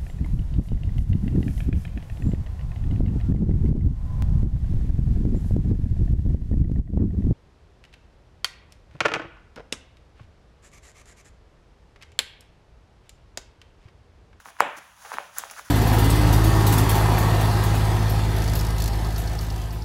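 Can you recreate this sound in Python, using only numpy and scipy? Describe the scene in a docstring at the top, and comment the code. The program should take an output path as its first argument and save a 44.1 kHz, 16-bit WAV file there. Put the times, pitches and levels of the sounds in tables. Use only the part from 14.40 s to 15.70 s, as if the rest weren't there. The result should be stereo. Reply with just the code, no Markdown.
"""Strap buckle at the chest

Close up, on a camera's two-port microphone in a furnished room, hands work a plastic buckle and nylon
webbing. The buckle snaps once, hard enough to clip, then knocks and ticks. The webbing rubs and hisses
between the fingers, and the hands bump softly on the padded strap, over a faint room tone."""
import sys
import numpy as np
from scipy import signal
from scipy.fft import rfft, irfft, next_fast_len
from scipy.io import wavfile

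SR = 44100
rng = np.random.default_rng(int(sys.argv[2]) if len(sys.argv) > 2 else 0)


def master_out(mix):
    """Clip the mix to full scale and print it as 16-bit PCM to the path in sys.argv[1]."""
    frames = np.transpose(np.atleast_2d(mix))
    ceiling = np.clip(frames, -1, 1)
    pcm = np.round(ceiling * 32767).astype(np.int16)
    wavfile.write(sys.argv[1], SR, pcm)


N = 57330

# room tone: (frequency [Hz], relative level [dB])
ROOM_TONE_SPECTRUM = [(30, -9), (50, 14), (110, -2), (200, -11.5), (330, -19), (450, -26), (650, -22),
                      (1000, -7), (2200, -19), (3500, -18.5)]
# reverberation of the furnished room: (frequency [Hz], time to fall 60 dB [s])
ROOM_DECAY = [(150, 0.67), (400, 0.33), (900, 0.46), (1500, 0.55), (2500, 0.56), (4000, 0.31),
              (12000, 0.29)]
# colour at the start of the reverberation: (frequency [Hz], relative level [dB])
ROOM_SPECTRUM = [(150, 14), (400, 17.5), (950, -5.5), (1500, -5), (2400, -1), (3200, 0.5), (6000, -0.5),
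                 (12000, -13)]
# a close source at the two microphone ports: (frequency [Hz], phase lead of the left [rad])
PORT_PHASE = [(0, 0), (6400, -5.6), (8200, -3.1), (12800, 3.1), (16500, 7.6)]
# hands pressing on padded strap and chest: (time [s], level [dB])
HAND_BUMPS = [(0.062, -57), (.1, -71), (0.209, -40), (0.252, -41.5), (0.368, -51.5), (.735, -48),
              (0.781, -56.5), (.99, -59.5), (1.109, -63), (1.188, -63.5)]
# their muffled colour: (frequency [Hz], relative level [dB])
BUMP_SPECTRUM = [(70, -6.5), (150, -12.5), (250, -6), (400, -7)]
# rough, hollow scrapes: (start [s], length [s], level [dB], centre [Hz], width [Hz])
SCRAPE_STROKES = [(0.1998, 0.0033, -17, 2200, 1190), (0.243, 0.043, -33.5, 896, 119),
                  (0.719, 0.0079, -42, 1400, 900), (1.166, 0.042, -37.5, 1470, 915),
                  (1.246, 0.044, -47, 1600, 900)]
# webbing moving in the fingers: (time [s], rub level [dB], hiss level [dB])
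WEBBING_LEVELS = [(0, -49.5, -53.5), (0.029, -77, -61.5), (.15, -71, -62), (.3, -47, -59.5),
                  (.45, -54.5, -58), (0.552, -62, -61.5), (0.619, -50.5, -51.5), (.7, -44, -48.5),
                  (0.798, -42.5, -51.5), (0.922, -61.5, -59), (0.971, -41, -43.5), (1.078, -49, -51),
                  (1.2, -54, -48), (1.3, -70.5, -67)]
# short swishes of the strap: (start [s], length [s], rub level [dB], hiss level [dB])
STRAP_SWISHES = [(0, 0.007, -45, -77), (.05, 0.059, -49, -54.5), (0.186, 0.044, -41, -59.5),
                 (0.365, 0.028, -49, -48), (0.645, 0.028, -47, -65), (.726, 0.025, -37, -48),
                 (0.98, 0.022, -42.5, -40), (1.11, .012, -48, -49), (1.168, .032, -51, -53.5),
                 (1.245, 0.057, -61, -53.5)]
# strap rubbing on cloth: (frequency [Hz], relative level [dB])
RUB_SPECTRUM = [(520, -17), (650, -9), (900, -7), (1600, -4), (2300, -12.5), (3500, -10.5), (5000, -21)]
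# hiss of the weave: (frequency [Hz], relative level [dB])
HISS_SPECTRUM = [(2000, -16), (3500, 0), (5000, -3), (6500, -1.5), (8500, -4.5), (10500, -4.5),
                 (13000, -10), (16000, -10.5)]
# hard plastic edges meeting: (time [s], level [dB])
EDGE_TICKS = [(.2051, -9), (.2055, -7), (.7412, -33), (.7846, -36), (.9846, -3), (1.1005, -38),
              (1.1118, -22)]
# their bright colour: (frequency [Hz], relative level [dB])
TICK_SPECTRUM = [(2500, -25), (4000, -5), (5200, -2.5), (6300, 4), (7500, 4), (10500, 1), (13000, -1.5),
                 (15800, -6)]
# resonances of the buckle body: (centre [Hz], width [Hz], relative level [dB])
BUCKLE_MODES = [(880, 437, 18), (1600, 480, -5), (2200, 1200, -16.5), (562, 67, 10)]
# buckle contacts: (time [s], peak level [dB], pitch [ratio], left minus right [dB])
BUCKLE_KNOCKS = [(.0027, -54, 1.7, 2), (0.0575, -33, 1.05, -20), (0.0637, -34, 1.02, 1),
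                 (0.0864, -27.5, 1.3, -3.5), (0.104, -42, 0.97, -15), (0.1065, -42, 0.83, 0),
                 (0.1676, -33.5, 1.36, -4), (0.2052, 6, 1.074, -1.5), (.6505, -32, 0.85, -4),
                 (.718, -18, 0.97, -3), (0.7409, -17, 1.3, -5), (0.7706, -22, 1.13, 2),
                 (0.7845, -10.5, 1.06, -5.5), (0.9851, -22, 1.37, -7), (1.0372, -19, 1.043, -2.5),
                 (1.0998, -20.5, 2.64, -1.5), (1.1125, -31, 1.03, -10.5), (1.137, -32.5, 1.64, -7),
                 (1.165, -30, 1.24, -3), (1.1946, -24, 1.16, -5), (1.2857, -34.5, 1.5, -5)]


def amp(db):
    """Decibels to gain."""
    return 10 ** (np.asarray(db) / 20)


def unit(x):
    """x scaled to rms 1."""
    return x / np.sqrt(np.mean(x ** 2) + 1e-20)


def along(points, hz):
    """A (frequency, value) curve read at hz, on a log frequency axis."""
    point_hz, values = np.transpose(points)
    return np.interp(np.log(hz + 1), np.log(point_hz + 1), values)


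def filtered(x, response):
    """x through a complex frequency response."""
    size = next_fast_len(x.shape[-1] + 8192)
    hz = np.fft.rfftfreq(size, 1 / SR)
    return irfft(rfft(x, size) * response(hz), size)[..., :x.shape[-1]]


def coloured(x, spectrum):
    """x shaped by a spectrum that falls steeply beyond both ends, at rms 1."""
    closed = [(spectrum[0][0] / 2, -90)] + list(spectrum) + [(spectrum[-1][0] * 2, -90)]
    return unit(filtered(x, lambda hz: amp(along(closed, hz))))


def resonance(hz, centre_hz, width_hz):
    """Response of one damped resonance."""
    return 1j * hz * width_hz / (centre_hz ** 2 - hz ** 2 + 1j * hz * width_hz)


def room_tone():
    """The room's faint low hush, partly shared by left and right."""
    left, right, shared = rng.standard_normal((3, N))
    return coloured(np.array([left + 0.54 * shared, right + 1.4 * shared]), ROOM_TONE_SPECTRUM)


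def room_reverb(x, gap_s=0.002):
    """The room answers behind the close sound, each frequency dying at its own speed."""
    hz, t, noise = signal.stft(rng.standard_normal((2, SR // 2)), SR, nperseg=256)
    tail_db = along(ROOM_SPECTRUM, hz)[:, None] - 60 * t / along(ROOM_DECAY, hz)[:, None]
    tail = signal.istft(noise * amp(tail_db), SR, nperseg=256)[1]
    delayed = np.pad(x.mean(0), (round(gap_s * SR), 0))
    return signal.fftconvolve(delayed[None], tail / np.linalg.norm(tail[0]), axes=1)[:, :N]


def hand_bumps(rise_s=0.01):
    """Low muffled noise swells and dies with each press of the hand."""
    t, gain = np.arange(N) / SR, np.zeros(N)
    for start, db in HAND_BUMPS:
        age = np.clip((t - start) / rise_s, 0, 50)
        gain += amp(db) * age * np.exp(1 - age)
    return gain * coloured(rng.standard_normal(N), BUMP_SPECTRUM)


def friction(grain_share, grains_per_s=2500, spread_db=3):
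    """Fibres catch at random moments, mixed with smooth sliding noise."""
    catches = rng.random(N) < grains_per_s / SR
    grains = catches * amp(spread_db * rng.exponential(size=N)) * rng.standard_normal(N)
    return grain_share * unit(grains) + (1 - grain_share) * rng.standard_normal(N)


def scrapes():
    """Grainy friction through a hollow resonance, under a rounded stroke."""
    t, out = np.arange(N) / SR, np.zeros(N)
    for start, length, db, centre, width in SCRAPE_STROKES:
        stroke = np.sin(np.pi * np.clip((t - start) / length, 0, 1))
        hollow = filtered(friction(grain_share=0.6), lambda hz: resonance(hz, centre, width) ** 2)
        out += amp(db) * stroke * unit(hollow)
    return out


def webbing(rise_s=0.0076, fall_s=0.012, diffuse_db=-5):
    """The strap rubs on cloth and its weave hisses; returns the close sound and a diffuse hiss."""
    t = np.arange(N) / SR
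    times, rub_db, hiss_db = np.transpose(WEBBING_LEVELS)
    gains = amp([np.interp(t, times, rub_db), np.interp(t, times, hiss_db)])
    for start, length, *levels in STRAP_SWISHES:
        ramp = np.minimum((t - start) / rise_s, (start + length - t) / fall_s)
        gains += amp(levels)[:, None] * np.clip(ramp + 0.5, 0, 1) ** 2
    rub_gain, hiss_gain = gains
    rub = rub_gain * coloured(friction(grain_share=0.6), RUB_SPECTRUM)
    diffuse = amp(diffuse_db) * hiss_gain * coloured(rng.standard_normal((2, N)), HISS_SPECTRUM)
    hiss = hiss_gain * coloured(friction(grain_share=0.35), HISS_SPECTRUM)
    return rub * amp([[-1.2], [1.2]]) + hiss, diffuse  # the rub sits slightly right


def buckle_ticks(rattle_db=-4.5, rattle_t60_s=0.0025):
    """Hard edges meet in a bright click with a very short rattle."""
    t, clicks = np.arange(2048) / SR, np.zeros(N + SR)
    for start, db in EDGE_TICKS:
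        rattle = amp(rattle_db - 60 * t / rattle_t60_s) * rng.standard_normal(len(t))
        clicks[round(start * SR):][:len(t)] += amp(db) * ((t == 0) + rattle)
    ticks = coloured(clicks, TICK_SPECTRUM)
    return ticks[:N] * clicks.max() / abs(ticks).max()


def buckle_response(hz, pitch):
    """The soft push of plastic on plastic rings the body; the hard rim keeps its own pitch."""
    push = resonance(hz / pitch, centre_hz=1400, width_hz=3490) ** 4
    body = sum(amp(db) * resonance(hz / pitch, centre, width) for centre, width, db in BUCKLE_MODES)
    rim = amp(-17) * resonance(hz, centre_hz=4200, width_hz=1000) ** 3
    return push * body + rim


def buckle_knocks():
    """Each contact knocks the buckle at its own pitch and stereo position; the hardest is the snap."""
    out = np.zeros((2, N + SR))
    for start, db, pitch, pan_db in BUCKLE_KNOCKS:
        knock = filtered(signal.unit_impulse(2048), lambda hz: buckle_response(hz, pitch))
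        gains = amp([[db + pan_db / 2], [db - pan_db / 2]])
        out[:, round(start * SR):][:, :len(knock)] += gains * knock / abs(knock).max()
    return out[:, :N]


def microphone_ports(x):
    """A close source reaches the two ports with a phase offset that depends on frequency."""
    port_hz, lead = np.transpose(PORT_PHASE)
    sides = np.array([[1], [-1]])
    return filtered(x, lambda hz: np.exp(0.5j * np.interp(hz, port_hz, lead) * sides))


def scene():
    """Buckle, webbing and hands right at the microphone, with the room behind them."""
    strap, diffuse_hiss = webbing()
    close = buckle_knocks() + buckle_ticks() + strap + scrapes()
    background = amp(-51) * room_tone()
    direct = microphone_ports(close + hand_bumps())
    return direct + amp(-6.5) * room_reverb(close) + diffuse_hiss + background


def record(dry):
    """The camera's input clips near full scale; then the deep bass and the top treble are cut."""
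    low_cut_hz, top_hz = 130, 16400
    clipped = np.clip(dry, -0.96, 0.96)
    return filtered(clipped, lambda hz: (hz < top_hz) * (1j * hz / (low_cut_hz + 1j * hz)) ** 2)


dry = scene()
out = record(dry)
master_out(out)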